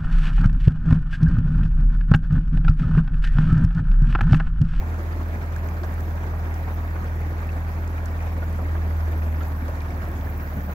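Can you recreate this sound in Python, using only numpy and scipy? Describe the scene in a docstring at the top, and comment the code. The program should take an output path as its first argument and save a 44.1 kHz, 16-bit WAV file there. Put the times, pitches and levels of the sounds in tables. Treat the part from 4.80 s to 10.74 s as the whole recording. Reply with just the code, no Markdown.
"""A small boat idles along a calm river: the outboard hums, water gurgles under the bow and droplets
tick back down, beneath a thin, very high insect sizzle that grows throughout. One insect ticks a short
run; from 1 s on, wavelets slap the bow. After 3 s light wind starts to buffet the microphone and the
insect ticks again. At 3.75 s the motor eases off, sagging in pitch and booming once as it fades.
The strongest puff of wind comes just before the end."""
import sys
import numpy as np
from scipy import signal
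from scipy.fft import rfft, irfft
from scipy.io import wavfile
from scipy.ndimage import uniform_filter1d

SR = 44100
rng = np.random.default_rng(int(sys.argv[2]) if len(sys.argv) > 2 else 0)


def log_audio(samples):
    """Write samples as a 16-bit WAV file to the path given in sys.argv[1]."""
    # one column per channel
    frames = np.atleast_2d(samples).T
    # limit to full scale, then quantise
    limited = np.clip(frames, -1, 1)
    pcm = np.round(limited * 32767).astype(np.int16)
    wavfile.write(sys.argv[1], SR, pcm)


N = 261954
TIME = np.arange(N) / SR

# how alike the two microphone ports hear diffuse noise: f/Hz, coherence/0-1
PORT_COHERENCE = [(150, .99), (350, .92), (600, .7), (1100, .35), (1700, .6), (2400, .25), (6000, .1),
                  (9000, 0)]
# phase of that noise between the ports: f/Hz, left lead/rad
PORT_PHASE = [(100, -0.04), (900, -0.3), (1300, 2.6), (1900, 2), (2300, 5)]
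# tone of the ports against each other: f/Hz, nominal pan/dB (pan is always left minus right)
PORT_BALANCE = [(400, 0.5), (700, 1), (1100, -1.5), (1900, -6), (2500, 3), (3000, 2.5), (4200, 5),
                (5400, -6), (6100, 0), (7000, 10.5), (8400, -4), (10300, -4.5), (13700, -1), (14800, -10)]
# colour of the insect chorus: f/Hz, relative level/dB
CHORUS_SPECTRUM = [(7000, -46), (9500, -15), (11600, 2.5), (13700, 0), (14600, -10), (16000, 4.5)]
# nearer insects holding a buzz: start/s, end/s, centre f/Hz, width/octaves, level/dB
INSECT_BUZZES = [(.6, 1.55, 14200, 0.16, -59.5), (1.4, 2.45, 14500, 0.14, -61),
                 (2.35, 3.4, 13900, .04, -68), (4.0, 5.05, 13000, 0.13, -59), (5.1, 6.3, 15100, .16, -54)]
# one insect's runs of ticks: first t/s, spacing/s, tick count, level/dB
INSECT_TICKS = [(.376, .054, 5, -57), (3.464, .0593, 7, -53.5)]
# puffs of wind on the microphone: t/s, level/dB, length/s
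WIND_PUFFS = [(3.108, -47, 0.075), (3.727, -42.5, 0.14), (5.776, -32, 0.055), (5.9, -41, 0.13)]
# colour of the water along the hull: f/Hz, relative level/dB
WASH_SPECTRUM = [(60, 4), (140, -3), (220, -2), (320, -3.5), (420, -9), (650, -6.5), (1000, -9.5),
                 (1700, -12), (2400, -20.5), (2900, -29), (4500, -33.5), (6800, -34), (8300, -42.5),
                 (16000, -31.5)]
# the largest droplets falling back: t/s, relative level/dB, centre f/Hz, pan/dB
BIG_DROPLETS = [(.231, -42, 12000, 0), (.763, -40, 6000, 5), (.887, -40, 6300, 6), (1.034, -34.5, 4200, 3),
                (1.14, -39, 8500, -1), (1.206, -42, 5800, 7), (1.741, -37.5, 5500, 1),
                (3.076, -37, 6240, 1), (3.258, -33.5, 6800, 7), (3.726, -41, 8000, -4),
                (4.321, -43, 4400, 0), (4.683, -35, 12500, -2), (4.881, -38, 5000, -6),
                (5.005, -36, 3600, 9), (5.286, -38, 12000, 5), (5.411, -37, 3200, 1)]
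# wavelets hitting the bow: t/s, relative level/dB, centre f/Hz, pan/dB
BOW_SLAPS = [(1.035, -24, 606, 1), (1.349, -26, 425, -1.5), (1.536, -23, 657, -2), (1.875, -21.5, 646, 1),
             (2.158, -22.5, 727, -2), (2.768, -32, 525, -3), (3.229, -21.5, 353, -0.5),
             (3.449, -26, 361, 2), (3.626, -28, 694, 3), (3.787, -20.5, 581, -2.5), (3.95, -25, 719, -1.0),
             (4.607, -28, 1290, -2.0), (4.883, -25, 579, 3), (5.278, -23.5, 374, -1.5),
             (5.457, -25, 396, -1.5)]
# large bubbles, the lowest glugging under the hull: t/s, level/dB, f/Hz
BIG_BUBBLES = [(.763, -29, 1590), (1.016, -26.5, 340), (1.034, -31, 610), (1.036, -29.5, 1570),
               (2.691, -33, 2540), (3.315, -38.5, 2180), (3.627, -29, 1405), (3.68, -29, 202),
               (3.818, -30, 249), (3.952, -33, 1565), (4.609, -29, 1314), (4.819, -27, 250),
               (4.884, -27.5, 568), (5.104, -33, 2200), (5.47, -31.5, 1700), (5.765, -30, 257)]
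# faint motor overtones: multiple of the four-stroke cycle, relative level/dB cruising, and eased off
MOTOR_OVERTONES = [(5, -48.5, -41.5), (6, -43.5, -53), (7, -49.5, -46.5), (8, -47, -47), (9, -48.5, -50),
                   (10, -51, -46.5), (12, -64.5, -50), (14, -56.5, -49.5)]


def amp(db):
    """Decibels to gain."""
    return 10 ** (np.asarray(db) / 20)


def unit(x):
    """Scales to rms 1."""
    return x / np.sqrt(np.mean(x ** 2) + 1e-20)


def curve_at(points, hz):
    """Reads a curve on a log-frequency axis."""
    f, value = np.transpose(points)
    return np.interp(np.log(hz + 1), np.log(f), value)


def add(mix, start_s, sound, pan_db=0, lead_s=0):
    """Places a sound in the mix, pan_db louder and lead_s earlier on the left."""
    for port, wave, side in zip(mix, np.broadcast_to(sound, (2, sound.shape[-1])), (.5, -.5)):
        part = port[max(round((start_s - side * lead_s) * SR), 0):][:len(wave)]
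        part += amp(side * pan_db) * wave[:len(part)]


def drift(rate_hz):
    """Random modulation of rms 1, with nothing much faster than rate_hz."""
    hz = np.fft.rfftfreq(N, 1 / SR)
    return unit(irfft(rfft(rng.standard_normal(N)) / (1 + (hz / rate_hz) ** 4), N))


def band(x, centre_hz, octaves):
    """Band-pass, bell-shaped on a log-frequency axis."""
    hz = np.fft.rfftfreq(x.shape[-1], 1 / SR)
    bell = np.exp(-.5 * (np.log2((hz + 1) / centre_hz) / octaves) ** 2)
    return irfft(rfft(x) * bell, x.shape[-1])


def spectral_grid(fft_size):
    """Frame count and bin frequencies of a spectrogram spanning the scene."""
    return N // (fft_size // 4) + 5, np.fft.rfftfreq(fft_size, 1 / SR)


def diffuse_noise(spectrogram_db, fft_size):
    """A noise bed as the two ports hear it: nearly mono in the lows, wide in the highs."""
    _, hz = spectral_grid(fft_size)
    draws = rng.standard_normal(spectrogram_db.shape + (4,))
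    left = draws[..., 0] + 1j * draws[..., 1]
    independent = draws[..., 2] + 1j * draws[..., 3]
    coherence = curve_at(PORT_COHERENCE, hz)
    right = coherence * left + np.sqrt(1 - coherence ** 2) * independent
    right *= np.exp(-1j * curve_at(PORT_PHASE, hz))
    spectra = np.array([left, right]) * amp(spectrogram_db)
    _, noise = signal.istft(spectra.transpose(0, 2, 1), nperseg=fft_size, noverlap=fft_size * 3 // 4)
    return noise[:, :N]


def insect_chorus(start_db=-63.5, rise_db_per_s=1.32, throb_db=3.5, throb_hz=70):
    """Many wings rasp together, a bed that grows as the boat moves along the bank."""
    frames, hz = spectral_grid(512)
    colour = np.tile(curve_at(CHORUS_SPECTRUM, hz), (frames, 1))
    level_db = start_db + rise_db_per_s * TIME + throb_db * drift(throb_hz)
    return amp(level_db) * unit(diffuse_noise(colour, 512))


def buzzing_insects(fade_s=.33, throb_db=3.5, throb_hz=70):
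    """Single insects stand out of the chorus, each rasping in its own narrow band."""
    out = np.zeros((2, N))
    for start, end, hz, octaves, db in INSECT_BUZZES:
        fade = np.clip(np.minimum(TIME - start, end - TIME) / fade_s, 0, 1)
        level_db = db + throb_db * drift(throb_hz)
        out += amp(level_db) * fade * unit(band(rng.standard_normal((2, N)), hz, octaves))
    return out


def ticking_insect(centre_hz=13300, octaves=0.16, stroke_s=.0045):
    """A nearer insect closes its wings in single, evenly spaced strokes."""
    out, t = np.zeros((2, N)), np.arange(1024) / SR
    stroke = np.exp(-((t - t.mean()) / stroke_s) ** 2)
    for first_s, spacing_s, count, db in INSECT_TICKS:
        for k in range(round(count)):
            rasp = unit(band(rng.standard_normal((2, len(t))), centre_hz, octaves))
            add(out, first_s + k * spacing_s - t.mean(), amp(db) * stroke * rasp, pan_db=1)
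    return out


def wind(centre_hz=165, octaves=0.56):
    """Air buffets the microphone in soft, low, mono puffs."""
    envelope = sum(amp(db) * np.exp(-(2 * (TIME - s) / length) ** 2) for s, db, length in WIND_PUFFS)
    return envelope * unit(band(rng.standard_normal(N), centre_hz, octaves))


def hull_wash(lapping, flow_db=-36.5, patchy_db=1.5, lap_db=0.82, swell_db=0.05, low_cut_hz=55):
    """Water churns along the hull: patches of noise come and go, lifted by each wavelet."""
    frames, hz = spectral_grid(1024)
    patches = rng.standard_normal((frames, len(hz)))
    patches = uniform_filter1d(patches, size=6, axis=0)  # smear in time
    patches = unit(uniform_filter1d(patches, size=14, axis=1))  # and in frequency
    churn = diffuse_noise(curve_at(WASH_SPECTRUM, hz) + patchy_db * patches, 1024)
    churn = signal.sosfilt(signal.butter(2, low_cut_hz, "highpass", fs=SR, output="sos"), churn)
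    return amp(flow_db + swell_db * drift(rate_hz=2.7) + lap_db * lapping) * unit(churn)


def droplets(trim_db=-7, t60=0.015, rebound_s=0.0024, rebound_db=-7, fine_count=40):
    """A droplet ticks on the surface and ticks again as its crater closes; fine ones fall at random."""
    out, t = np.zeros((2, N)), np.arange(2048) / SR
    low_hz, high_hz = 3500, 13000
    fine = [(when * N / SR, -49.5 + 6 * size ** 2, low_hz * (high_hz / low_hz) ** pitch, 2 * place - 1)
            for when, size, pitch, place in rng.random((fine_count, 4))]
    for s, db, hz, pan_db in list(BIG_DROPLETS) + fine:
        decay = amp(db + trim_db - 60 * t / t60)
        impact, rebound = decay * unit(band(rng.standard_normal((2, 2, len(t))), hz, octaves=0.47))
        add(out, s, impact, pan_db)
        add(out, s + rebound_s, amp(rebound_db) * rebound, pan_db)
    return out


def bubble(hz, decay_s):
    """A bubble rings and dies, rising slightly in pitch as it nears the surface."""
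    age = np.arange(0, 5, 1 / (decay_s * SR))  # in decay times
    envelope = (1 - np.exp(-8 * age)) * np.exp(-age)
    return envelope * np.sin(2 * np.pi * hz * decay_s * age * (1 + .015 * age))


def bubble_cloud(level_db, low_hz, high_hz, count, decay_cycles, spread_db, tilt_db, lead_s, scatter_s):
    """Bubbles of many sizes ring at random moments and places around the bow; tilt_db is per octave."""
    out = np.zeros((2, N))
    for when, pitch, strength, place in rng.random((count, 4)):
        hz = low_hz * (high_hz / low_hz) ** pitch
        accent_db = spread_db * min(-np.log(1 - strength), 3)  # a few poke out of the texture
        ring = amp(accent_db + tilt_db * np.log2(hz / low_hz)) * bubble(hz, decay_cycles / hz)
        side = 2 * place - 1
        add(out, when * N / SR, ring, pan_db=6 * side, lead_s=lead_s + scatter_s * side)
    return amp(level_db) * unit(out)


def plops(decay_at_1khz_s=0.0073):
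    """A folding wavelet traps one large bubble; the lower its note, the longer it rings."""
    out = np.zeros((2, N))
    for s, db, hz in BIG_BUBBLES:
        decay_s = decay_at_1khz_s * (1000 / hz) ** 0.57
        add(out, s, amp(db) * bubble(hz, decay_s), lead_s=.0001)
    return out


def bow_slaps(trim_db=-10, octaves=0.82, attack_s=0.00201, t60=0.12):
    """Each wavelet claps on the bow with a short burst of froth."""
    out, t = np.zeros((2, N)), np.arange(8192) / SR
    for s, db, hz, pan_db in BOW_SLAPS:
        shared, left, right = band(rng.standard_normal((3, len(t))), hz, octaves)
        froth = unit(shared + np.array([left, right]))
        envelope = amp(db + trim_db - 60 * t / t60) * (1 - np.exp(-t / attack_s))
        add(out, s - attack_s, envelope * froth, pan_db)
    return out


def outboard_motor(cruise_hz=80.3, ease_at_s=3.75, sag_hz_per_s=2.45, settle_s=0.57,
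                   overtone_trim_db=-1, waver=0.27, shake=0.043, right_lead_s=0.00031, pan_db=-0.45):
    """Strong and weak exhaust beats alternate; faint overtones waver as the hull shakes."""
    # easing off, the firing rate sags and the two main tones weaken with it
    sag_hz = sag_hz_per_s * np.maximum(TIME - ease_at_s, 0)
    # on the way down the firing tone booms once: slow build, faster release
    boom_at_s, boom_db, rise_s, fall_s = 4.45, 4.5, 0.78, 0.34
    boom = np.exp(-((TIME - boom_at_s) / np.where(TIME < boom_at_s, rise_s, fall_s)) ** 2)
    firing_db = -26.5 - 0.56 * sag_hz + boom_db * boom
    shaft_db = -33.5 - 0.66 * sag_hz
    cycle_hz = (cruise_hz - sag_hz) / 4  # two shaft turns and four firings per cycle
    phase = 2 * np.pi * (np.cumsum(cycle_hz) / SR + cycle_hz * np.array([[0], [right_lead_s]]))
    hum = amp(shaft_db) * np.cos(2 * phase) + amp(firing_db) * np.cos(4 * phase)
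    hum *= 1 + shake * drift(rate_hz=3.8)
    eased = np.clip((TIME - ease_at_s) / settle_s, 0, 1)
    for multiple, cruise_db, eased_db in MOTOR_OVERTONES:
        gain = amp(overtone_trim_db + cruise_db + eased * (eased_db - cruise_db))
        gain *= 1 + waver * drift(rate_hz=1.24)
        hum += gain * np.cos(round(multiple) * phase + 2 * np.pi * rng.random())
    return np.sqrt(2) * hum * amp([[pan_db / 2], [-pan_db / 2]])


def scene():
    """The open-air mix; small wavelets stir the wash and the three bubble layers together."""
    lapping = drift(rate_hz=27.0)
    gurgle = bubble_cloud(level_db=-51.5, low_hz=296.4, high_hz=1043, count=900, decay_cycles=1.8,
                          spread_db=3.5, tilt_db=-2.0, lead_s=-.000055, scatter_s=.00045)
    babble = bubble_cloud(level_db=-49.5, low_hz=1140, high_hz=2310, count=1800, decay_cycles=3.4,
                          spread_db=4, tilt_db=2, lead_s=.00027, scatter_s=.00006)
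    fizz = bubble_cloud(level_db=-64.5, low_hz=2613, high_hz=7430, count=2000, decay_cycles=7.5,
                        spread_db=3, tilt_db=2.5, lead_s=.0001, scatter_s=.0004)
    stirred = (gurgle + babble) * amp(1.3 * lapping) + fizz * amp(2.3 * lapping)
    water = hull_wash(lapping) + stirred + bow_slaps() + plops() + droplets()
    return outboard_motor() + water + wind() + insect_chorus() + buzzing_insects() + ticking_insect()


def record(dry, high_cut_hz=15800):
    """The camera body colours each microphone port differently; a steep high cut trims the top."""
    hz = np.fft.rfftfreq(N, 1 / SR)
    shading = np.clip(hz / PORT_BALANCE[0][0], 0, 1)  # long waves bend round the body to both ports
    port_eq = amp(curve_at(PORT_BALANCE, hz) * np.array([[.5], [-.5]]) * shading)
    port_eq /= np.sqrt(np.mean(port_eq ** 2, axis=0))  # constant power across the pair
    edge_fades = signal.windows.tukey(N, .002)
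    coloured = irfft(rfft(dry * edge_fades) * port_eq, N)
    high_cut = signal.firwin(1023, high_cut_hz, window=("kaiser", 9), fs=SR)
    return signal.oaconvolve(coloured, high_cut[None], "same")


dry = scene()
out = record(dry)
log_audio(out)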